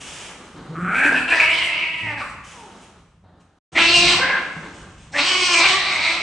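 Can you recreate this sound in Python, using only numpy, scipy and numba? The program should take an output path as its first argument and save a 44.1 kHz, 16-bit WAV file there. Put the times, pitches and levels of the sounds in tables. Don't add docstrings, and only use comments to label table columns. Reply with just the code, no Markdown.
import sys
import numpy as np
from scipy import signal
from scipy.fft import rfft, irfft, next_fast_len
from scipy.io import wavfile
from scipy.ndimage import uniform_filter1d
from numba import njit

SR = 44100
rng = np.random.default_rng(int(sys.argv[2]) if len(sys.argv) > 2 else 0)


def wav_record(signal):
    frames = np.transpose(np.atleast_2d(signal))
    bounded = np.clip(frames, -1, 1)
    quanta = np.round(bounded * 32767).astype(np.int16)
    wavfile.write(sys.argv[1], SR, quanta)


def attenuation_scalar(level_db):
    decades = np.asarray(level_db, float) / 20
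    return 10 ** decades


N = 274383


def rms_one(x):
    return x / np.sqrt(np.mean(x ** 2) + 1e-20)


def in_time(rows):
    s, *columns = np.transpose(rows)
    return [np.interp(np.arange(N) / SR, s, column) for column in columns]


def at_hz(points, hz):
    points_hz, values = np.transpose(points)
    return np.interp(np.log(hz + 1), np.log(points_hz), values)


def coloured(x, spectrum):
    size = next_fast_len(x.shape[-1])
    gain = attenuation_scalar(at_hz(spectrum, np.fft.rfftfreq(size, 1 / SR)))
    return rms_one(irfft(rfft(x, size) * gain, size)[..., :x.shape[-1]])


def band(x, low_hz, high_hz):
    return signal.sosfilt(signal.butter(2, [low_hz, high_hz], "band", fs=SR, output="sos"), x)


def drift(rate_hz):
    r = np.exp(-2 * np.pi * rate_hz / SR)
    settle = SR // 4
    wander = signal.lfilter([1], [1, -2 * r, r * r], rng.standard_normal(N + settle))
    return rms_one(wander[settle:])


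def evened(x):
    return x / np.sqrt(uniform_filter1d(x ** 2, size=2600) + 1e-12)


def sounding(rows, fade_s):
    start_s, end_s = rows[0][0], rows[-1][0]
    return np.interp(np.arange(N) / SR, [start_s - fade_s, start_s, end_s, end_s + fade_s], [0, 1, 1, 0])


def swells(rows, attack_s):
    out = np.zeros(N)
    for start_s, db, hold_s, t60_s in rows:
        start = round(start_s * SR)
        age_s = np.arange(N - start) / SR
        fade_db = -60 * np.maximum(age_s - hold_s, 0) / max(t60_s, .02)
        out[start:] += attenuation_scalar(db + fade_db) * np.minimum(age_s / attack_s, 1)
    return out


@njit
def resonance(x, turn, r):
    y = np.zeros(len(x))
    for i in range(2, len(x)):
        y[i] = x[i] - x[i - 2] + 2 * r * np.cos(turn[i]) * y[i - 1] - r * r * y[i - 2]
    return y


def formant(x, hz, width_hz):
    turn, r = 2 * np.pi * hz / SR, np.exp(-np.pi * width_hz / SR)
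    return evened(resonance(resonance(x, turn, r), turn, r))


# time in seconds, hoarseness from 0 to 1.
HOARSENESS = [(.55, .3), (.72, .15), (.84, .28), (.92, .5), (1.25, .55), (1.38, .5), (1.44, .25),
              (1.6, .55), (1.85, .4), (1.92, .15), (2.13, .15), (2.22, .5), (3.75, .65), (3.79, .5),
              (3.85, .12), (4.0, .15), (4.12, .4), (4.22, .3), (4.3, .55), (4.38, .65), (5.13, .45),
              (5.23, .45), (5.3, .24), (5.4, .2), (5.52, .2), (5.56, .2), (5.62, .25), (5.65, .4),
              (5.7, .25), (5.77, .3), (5.85, .5), (6.22, .5)]


def folds(cries, partials_db, jitter_cycles, shimmer_db):
    pitch_hz, chest_db = in_time(sum(cries, []))
    hoarse = in_time(HOARSENESS)[0]
    smooth = np.cumsum(pitch_hz * (1 + .011 * drift(25))) / SR
    cycles = smooth + jitter_cycles * hoarse * drift(60)
    closes = np.diff(np.maximum.accumulate(np.floor(cycles)), prepend=0) > 0
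    pulses = closes * attenuation_scalar(shimmer_db * hoarse * rng.standard_normal(N)) * np.sqrt(SR / pitch_hz)
    puffs = rng.standard_normal(N) * np.exp(-1.6 * (cycles % 1)) * 1.83
    chest = 0
    for k in range(3):
        share = sum(attenuation_scalar(db[k]) * sounding(cry, fade_s=.02) for cry, db in zip(cries, partials_db))
        flicker_db = (2 + 9 * hoarse) * drift(40)
        chest = chest + share * attenuation_scalar(chest_db + flicker_db) * np.sin(2 * np.pi * (k + 1) * cycles)
    return np.sqrt(1 - hoarse) * pulses, np.sqrt(hoarse) * puffs, chest


# time in seconds, gain in dB.
LOW_VOICE = [(.7, -2), (.85, 2), (1, 3), (1.2, -1.5), (1.33, 2.5), (1.42, -0.5), (1.6, -3.5), (1.9, 0.5),
             (2.1, 1), (2.22, 5.5), (2.35, -5.5), (3.75, 4), (3.82, 1.5), (3.9, -3.5), (4.05, -0.5),
             (4.15, -1), (4.3, 3.5), (5.14, 1.5), (5.21, 0.5), (5.3, 2.5), (5.45, 0.5), (5.58, 1.5),
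             (5.68, 1.5), (5.85, -1), (6.2, 0)]


def cat(cries, partials_db, mouths, jaw, layers_db, rasp, widths_hz, low_voice_hz):
    pulses, puffs, chest = folds(cries, partials_db, jitter_cycles=.12, shimmer_db=4.0)
    effort_db, throat_hz, strain_db, opening_db = in_time(sum(mouths, []))
    mouth_hz, palate_hz, teeth_db = in_time(jaw)
    throat_db, low_db, mouth_db, palate_db, rasp_db = (db + 2.5 * drift(9.0) for db in layers_db)
    low_db = low_db + in_time(LOW_VOICE)[0] + 9 * (in_time(HOARSENESS)[0] - .5)
    wander = 1 + .022 * drift(12)
    source = pulses + puffs
    throat = attenuation_scalar(throat_db) * formant(source, throat_hz * wander, widths_hz[0])
    mouth = attenuation_scalar(mouth_db + opening_db) * formant(source, mouth_hz * wander, widths_hz[1])
    palate = attenuation_scalar(palate_db + strain_db) * formant(.5 * pulses + puffs, palate_hz * wander, widths_hz[2])
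    high_rasp = attenuation_scalar(rasp_db + strain_db + teeth_db) * evened(coloured(0.2 * pulses + puffs, rasp))
    low_band = band(band(pulses + 0.69 * puffs, *low_voice_hz), *low_voice_hz)
    low_voice = attenuation_scalar(low_db) * evened(low_band)
    voice = throat - mouth + palate + high_rasp + low_voice
    return voice * attenuation_scalar(effort_db) * sum(sounding(m, fade_s=0.0047) for m in mouths) + chest


# time in seconds, pitch in Hz, chest tone in dB before partial gains.
GROWL = [(0.55, 160, -41.5), (.62, 149.9, -41), (.66, 150.3, -53), (0.705, 157.8, -31.5), (.84, 180, -30),
         (0.91, 205.1, -34), (0.97, 249.9, -30.5), (1.06, 294.6, -32.5), (1.138, 255.4, -36),
         (1.26, 248.8, -41.5)]
SCREECH = [(1.28, 348.7, -52.5), (1.444, 314.7, -50), (1.649, 357.6, -54.5), (1.686, 312.3, -59.5),
           (1.899, 325.4, -52), (2.047, 318, -47), (2.202, 274.6, -49.5)]
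FIRST_PARTIALS_DB = [(0, -8, -15), (3, 3.5, 6)]
# time in seconds, effort in dB, throat in Hz, strain in dB,
# mouth opening in dB.
FIRST_MOUTHS = [
    [(0.7, -54, 1132, -17.5, -13.5), (.74, -41.5, 1180, -29, -24), (0.755, -29.5, 1188, -35.5, -30),
     (0.79, -32, 1293, -25, -24), (0.846, -23.5, 1247, -39.5, -19), (0.91, -19, 1350, -39.5, -11),
     (0.96, -17, 1393, -33.5, -2.5), (1.012, -16, 1667, -29, -4), (1.06, -13.5, 1594, -29.5, -2.5),
     (1.116, -21.5, 1520, -25.5, -19.5), (1.166, -18.5, 1530, -23.5, 0.5), (1.232, -33.5, 1350, -15, -4),
     (1.27, -27, 1530, -21.5, -15)],
    [(1.28, -21, 1556, -23, 3), (1.292, -19.5, 1562, -21, 5.5), (1.302, -16.5, 1570, -19.5, -7),
     (1.326, -8, 1635, -29.5, -1.5), (1.35, -12.5, 1795, -21, -6.5), (1.386, -17, 1944, -13.5, -13),
     (1.404, -9, 2340, -27, 2.5), (1.446, -10, 2226, -20.5, -13), (1.48, -18.5, 2230, -30, 1.5),
     (1.497, -16.5, 2240, -16, 2), (1.59, -23, 2180, -5, -5), (1.616, -16, 2270, -20, -1),
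     (1.654, -22.5, 2120, -18, 4), (1.802, -22, 2260, -20, 4.5), (1.934, -34, 2120, -22, 4.5),
     (2.124, -21, 1908, -25, -7), (2.156, -37, 2019, -27, 5), (2.185, -31, 1599, -15, -3.5),
     (2.216, -26.5, 1220, -26, -5), (2.258, -33, 1075, -22.5, -24), (2.3, -48.5, 1154, -4, -19),
     (2.36, -67, 1164, -12, -17)],
]
# time in seconds, mouth in Hz, palate in Hz, bared teeth in dB.
FIRST_JAW = [(.7, 2210, 4000, -5.5), (.8, 2236, 4050, 4.5), (.94, 2300, 4250, 14), (1.02, 2390, 4257, 6),
             (1.2, 2520, 4130, 7.5), (1.285, 2696, 4100, 2), (1.33, 2480, 4170, 4),
             (1.42, 2610, 4350, -1.5), (1.5, 2760, 4200, -2), (1.57, 3100, 3900, -7),
             (1.64, 2890, 4202, 1.5), (1.72, 2754, 4295, -2.5), (1.9, 2720, 4409, 1),
             (2.1, 2560, 4404, 0.5), (2.22, 2399, 4200, 6.5), (2.33, 2112, 4000, 14.5)]
# throat, low voice, mouth, palate, rasp, all in dB.
FIRST_LAYERS_DB = (-2, -12, -4.5, -2.5, -7.5)
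# frequency in Hz, gain in dB.
FIRST_RASP = [(3290, -30.5), (5600, -8.5), (5970, 7), (6070, -5.5), (7830, 7.5), (9170, 1.5), (11700, -13),
              (13000, -41)]
# throat, mouth, palate, all in Hz.
FIRST_WIDTHS_HZ = (290, 450, 2300)


def first_cat():
    return cat([GROWL, SCREECH], FIRST_PARTIALS_DB, FIRST_MOUTHS, FIRST_JAW, FIRST_LAYERS_DB,
               FIRST_RASP, FIRST_WIDTHS_HZ, low_voice_hz=(330, 2000))


# time in seconds, pitch in Hz, chest tone in dB before partial gains.
SCREAM = [(3.75, 318.2, -49), (3.766, 330, -34), (3.83, 334.4, -35), (3.93, 345.5, -30.5),
          (4.016, 351.6, -29.5), (4.076, 349.1, -37.5), (4.14, 361.8, -32), (4.19, 362.2, -32.5)]
WAIL = [(4.2, 525.7, -32), (4.234, 527, -30), (4.272, 527, -33), (4.35, 533.5, -37), (4.4, 526, -57.5)]
SHRIEK = [(5.13, 272.5, -45), (5.154, 290, -33), (5.215, 287.6, -40), (5.245, 357.8, -37),
          (5.31, 371.7, -33), (5.46, 355.4, -30), (5.545, 348, -28), (5.579, 335.9, -28),
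          (5.625, 338.6, -23.5), (5.645, 379.7, -42), (5.745, 374.2, -24.5), (5.821, 413.1, -62),
          (5.916, 354.6, -48), (5.954, 307.7, -47.5), (6.182, 344.5, -41.5), (6.22, 311, -55)]
SECOND_PARTIALS_DB = [(3, 5, 2.4), (-12, -8, 2.5), (-3, 1.5, 2.8)]
# time in seconds, effort in dB, throat in Hz,
# strain in dB, mouth opening in dB.
SECOND_MOUTHS = [
    [(3.745, -49, 2050, -6, -18), (3.757, -23, 2070, -9, -7), (3.778, -17.5, 1980, -8, -8),
     (3.79, -13.5, 2490, -5, -7), (3.817, -11.5, 2550, -8, -8), (3.881, -17, 2560, -3.5, -1),
     (3.895, -17, 2670, -1, -4), (3.94, -13, 2740, -2.5, -8), (4.03, -17.5, 2520, -2, -11),
     (4.085, -11.5, 2190, -6, -4), (4.125, -19, 2240, -7, 6.5), (4.187, -26.5, 1980, -4.5, -1),
     (4.203, -26, 1630, -9, -19), (4.227, -20, 1515, -21, -17), (4.285, -22, 1722, -22, -6),
     (4.35, -27, 1470, -12, -36), (4.381, -28.5, 1430, -8.5, -15), (4.4, -37, 1450, -11, -17)],
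    [(5.122, -63, 1859, 9, 4), (5.143, -25.5, 1626, -17.5, -7), (5.191, -11.5, 1980, -6.5, -0.5),
     (5.231, -23, 2220, 1, 7), (5.32, -21.5, 2260, -5.5, 6), (5.425, -23.5, 2280, -1.5, 7),
     (5.5, -23, 2327, -4, 5), (5.541, -13.5, 2346, -6, 0), (5.557, -11.5, 2420, -14, -7),
     (5.585, -17, 2210, -2, -18), (5.649, -13, 2260, -5, -3.5), (5.715, -20.5, 1991, -3.5, 7),
     (5.803, -24.5, 1740, -5.5, -19), (5.895, -21.5, 2120, -7.5, 4), (6.087, -20.5, 2190, -6, -16),
     (6.22, -31, 2295, -3, 1)],
]
# time in seconds, mouth in Hz, palate in Hz, bared teeth in dB.
SECOND_JAW = [(3.75, 2530, 3470, 5), (3.8, 2930, 3760, -2.5), (3.94, 3040, 4100, 0), (4.05, 2920, 4070, 1),
              (4.15, 2750, 3870, 7), (4.22, 2190, 3700, 0), (4.401, 2100, 3540, -7), (5.13, 2200, 3717, 9),
              (5.19, 2650, 3870, -3), (5.26, 2850, 4310, 1), (5.32, 3020, 4430, 7), (5.47, 2981, 4283, 4.5),
              (5.54, 2950, 4170, 1.5), (5.58, 2580, 4050, -0.5), (5.63, 2660, 4020, -5.5),
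              (5.7, 3000, 3850, 4), (5.8, 2920, 3880, 0), (5.9, 2500, 3940, -2), (6.22, 2630, 3900, 0)]
# throat, low voice, mouth, palate, rasp, all in dB.
SECOND_LAYERS_DB = (-1.5, -5, -9, -1.5, -6)
# frequency in Hz, gain in dB.
SECOND_RASP = [(2820, -48), (4800, -3), (5380, 1), (6100, -.5), (6720, -6), (8330, -4), (9030, -13.5),
               (9480, -20), (9710, -52), (11000, -62), (14300, -100)]
# throat, mouth, palate, all in Hz.
SECOND_WIDTHS_HZ = (430, 600, 1300)


def second_cat():
    return cat([SCREAM, WAIL, SHRIEK], SECOND_PARTIALS_DB, SECOND_MOUTHS, SECOND_JAW, SECOND_LAYERS_DB,
               SECOND_RASP, SECOND_WIDTHS_HZ, low_voice_hz=(560, 2500))


# start in seconds, level in dB before a 3 dB cut, pitch in Hz, hold in seconds,
# fade t60 in seconds, throat in dB, sag in octaves per second.
GRUNTS = [(2.025, -30, 113, .075, .12, -15, .7), (2.535, -46, 520, .12, .3, 1, 2.6),
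          (3.229, -48, 95, .07, .7, -6, .7)]


def grunts():
    out, age_s = np.zeros(N + SR), np.arange(SR) / SR
    for start_s, db, hz, hold_s, t60_s, throat_db, sag in GRUNTS:
        cycles = np.cumsum(hz * 2 ** (-sag * age_s) * (1 + .03 * drift(40)[:SR])) / SR
        saw = (cycles % 1 - .5) * (1 + 0.89 * rng.standard_normal(SR))
        tone = rms_one(band(saw, 0.65 * hz, 2.0 * hz))
        throat = rms_one(band(band(saw, 450, 920), 650, 1434))
        fade_db = -60 * np.maximum(age_s - hold_s, 0) / max(t60_s, .05)
        shape = attenuation_scalar(db - 3.0 + fade_db) * np.minimum(age_s / 0.0042, 1)
        start = round(start_s * SR)
        out[start:start + SR] += shape * (tone + attenuation_scalar(throat_db) * throat)
    return out[:N]


# start in seconds, ring level in dB, floor ring in Hz, t60 in seconds,
# slap over ring in dB.
THUDS = [(0.29, -45, 123, 0.43, 6.5), (1.12, -36.5, 149, 0.44, 12), (4.564, -28, 158, 0.24, -9.5)]


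def thuds():
    out, age_s = np.zeros(N + SR), np.arange(SR) / SR
    for start_s, db, hz, t60_s, slap_db in THUDS:
        slap = rms_one(band(rng.standard_normal(SR), 120, 1600))
        blow = np.sin(2 * np.pi * hz * age_s) + attenuation_scalar(slap_db) * slap
        shape = attenuation_scalar(db - 60 * age_s / max(t60_s, .05)) * np.minimum(age_s / 0.0018, 1)
        start = round(start_s * SR)
        out[start:start + SR] += shape * blow
    return out[:N]


# time in seconds, activity in dB.
ACTIVITY = [
    [(0, -54), (.67, -53), (2.4, -55.5), (2.8, -53.5), (3.2, -73.5), (3.58, -72)],
    [(3.722, -40.5), (4.7, -46.5), (5.1, -60), (6.22, -46)],
]
# start in seconds, level in dB, hold in seconds, t60 in seconds.
SCUFFS = [(.3, -65, .02, 0.28), (.4, -44, 0.021, 0.51), (.56, -41.5, 0.032, 0.13),
          (2.55, -57.5, 0.048, 0.68), (2.74, -68.5, .05, 0.51), (3.237, -53.5, 0.048, 0.62),
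          (4.74, -75, 0.051, 0.72)]
# start in seconds, level in dB, hold in seconds, t60 in seconds.
SWIPES = [(0, -39, 0.26, 0.46), (.42, -62, 0.016, 0.56), (1.846, -67, 0.0089, 0.099),
          (2.435, -46.5, 0.11, 0.91), (2.8, -57, 0.029, 0.34), (3.396, -65.5, 0.02, 0.15),
          (4.735, -50, 0.05, 0.37), (4.97, -54.5, 0.041, 1)]
# frequency in Hz, gain in dB.
SHUFFLE = [(120, -19.5), (200, 10), (666, -2.5), (824, -0.5), (1200, -0.5), (1580, -4.5), (1930, -9.5),
           (2550, -21), (4000, -14), (5200, -24.5), (8800, -120)]
FUR = [(1760, -3.5), (3000, 1.5), (4260, -11), (6070, -4.5), (8670, -8), (9680, -12.5), (11200, -19),
       (11400, -45), (13000, -35)]


def scuffle():
    activity_db = in_time(sum(ACTIVITY, []))[0]
    grains = rng.standard_normal((2, N)) * attenuation_scalar(0.56 * rng.exponential(1, (2, N)))
    shuffle = attenuation_scalar(activity_db + 3.5) + swells(SCUFFS, attack_s=0.0046)
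    hiss = attenuation_scalar(activity_db - 4) + swells(SWIPES, attack_s=0.012)
    dull = shuffle * attenuation_scalar(3 * drift(6)) * coloured(grains[0], SHUFFLE)
    bright = hiss * attenuation_scalar(1.1 * drift(25)) * coloured(grains[1], FUR)
    return dull + bright


# frequency in Hz, t60 in seconds.
ROOM_T60 = [(100, .45), (250, .7), (500, 1.1), (2000, 1.0), (5000, .6), (10000, .35)]
# frequency in Hz, gain in dB before side_db.
SIDEWAYS = [(60, -58.5), (110, -57), (200, -41.5), (370, -12.5), (680, -11), (1240, -14), (2280, -7.5),
            (4180, -1.5), (7660, -4), (14000, -7)]


def room(x, wet_db, side_db):
    age_s, edges_hz = np.arange(SR) / SR, 90 * 2 ** np.arange(0, 7.5, 1.)
    cloud = np.zeros((2, SR))
    for low_hz, high_hz in zip(edges_hz, edges_hz[1:]):
        t60_s = at_hz(ROOM_T60, np.sqrt(low_hz * high_hz))
        noise = band(rng.standard_normal((2, SR)), low_hz, high_hz)
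        cloud += noise * attenuation_scalar(-60 * age_s / t60_s) / np.sqrt(t60_s)
    cloud *= np.clip(age_s / 0.0053 - .5, 0, 1)
    mid, side = cloud / np.sqrt(np.sum(cloud[0] ** 2))
    gain = attenuation_scalar(at_hz(SIDEWAYS, np.fft.rfftfreq(SR, 1 / SR)))
    sideways = signal.fftconvolve(x, irfft(rfft(side) * gain, SR))[:N] * attenuation_scalar(side_db)
    return x + attenuation_scalar(wet_db) * signal.fftconvolve(x, mid)[:N] + sideways * [[1], [-1]]


# time in seconds, level in dB.
RUMBLE = [
    [(0.0, -54), (0.41, -53.5), (0.8, -44), (1.91, -50), (2.31, -46.5), (2.58, -54), (3.32, -54.5),
     (3.58, -65)],
    [(3.72, -45), (3.92, -39.5), (4.1, -32.5), (4.42, -49.5), (4.83, -45), (5.46, -49.5), (5.73, -43),
     (6.22, -49)],
]
# frequency in Hz, gain in dB.
RUMBLE_COLOUR = [(12, -47.5), (20, -11.5), (65, -0.5), (130, -6), (170, -2), (220, -10), (370, -120)]


def rumble():
    level_db = in_time(sum(RUMBLE, []))[0] + 0.77 * drift(1.9)
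    return attenuation_scalar(level_db) * coloured(rng.standard_normal(N), RUMBLE_COLOUR)


def scene():
    fight = first_cat() + second_cat() + grunts() + scuffle() + thuds()
    return attenuation_scalar(-2.0) * room(fight, wet_db=-5.0, side_db=-4.0) + rumble()


def top_cut(x):
    return signal.sosfilt(signal.butter(12, 14640, fs=SR, output="sos"), x)


# start in seconds, end in seconds.
SILENCE_S = (3.589, 3.718)


def record(dry):
    stop_s, start_s = SILENCE_S
    time_s = np.arange(N) / SR
    live = np.interp(time_s, [stop_s - .003, stop_s, start_s, start_s + 0.014], [1, 0, 0, 1])
    rounded = .98 * np.tanh(dry * live / .98)
    low_cut = signal.butter(2, 38, "high", fs=SR, output="sos")
    first_top = signal.butter(6, 12300, fs=SR, output="sos")
    second_top = signal.cheby2(N=10, rs=50, Wn=10700, fs=SR, output="sos")
    first = signal.sosfilt(first_top, rounded)
    second = signal.sosfilt(second_top, rounded)
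    joined = np.where(time_s < (stop_s + start_s) / 2, first, second)
    return top_cut(signal.sosfilt(low_cut, joined))


dry = scene()
out = record(dry)
wav_record(out)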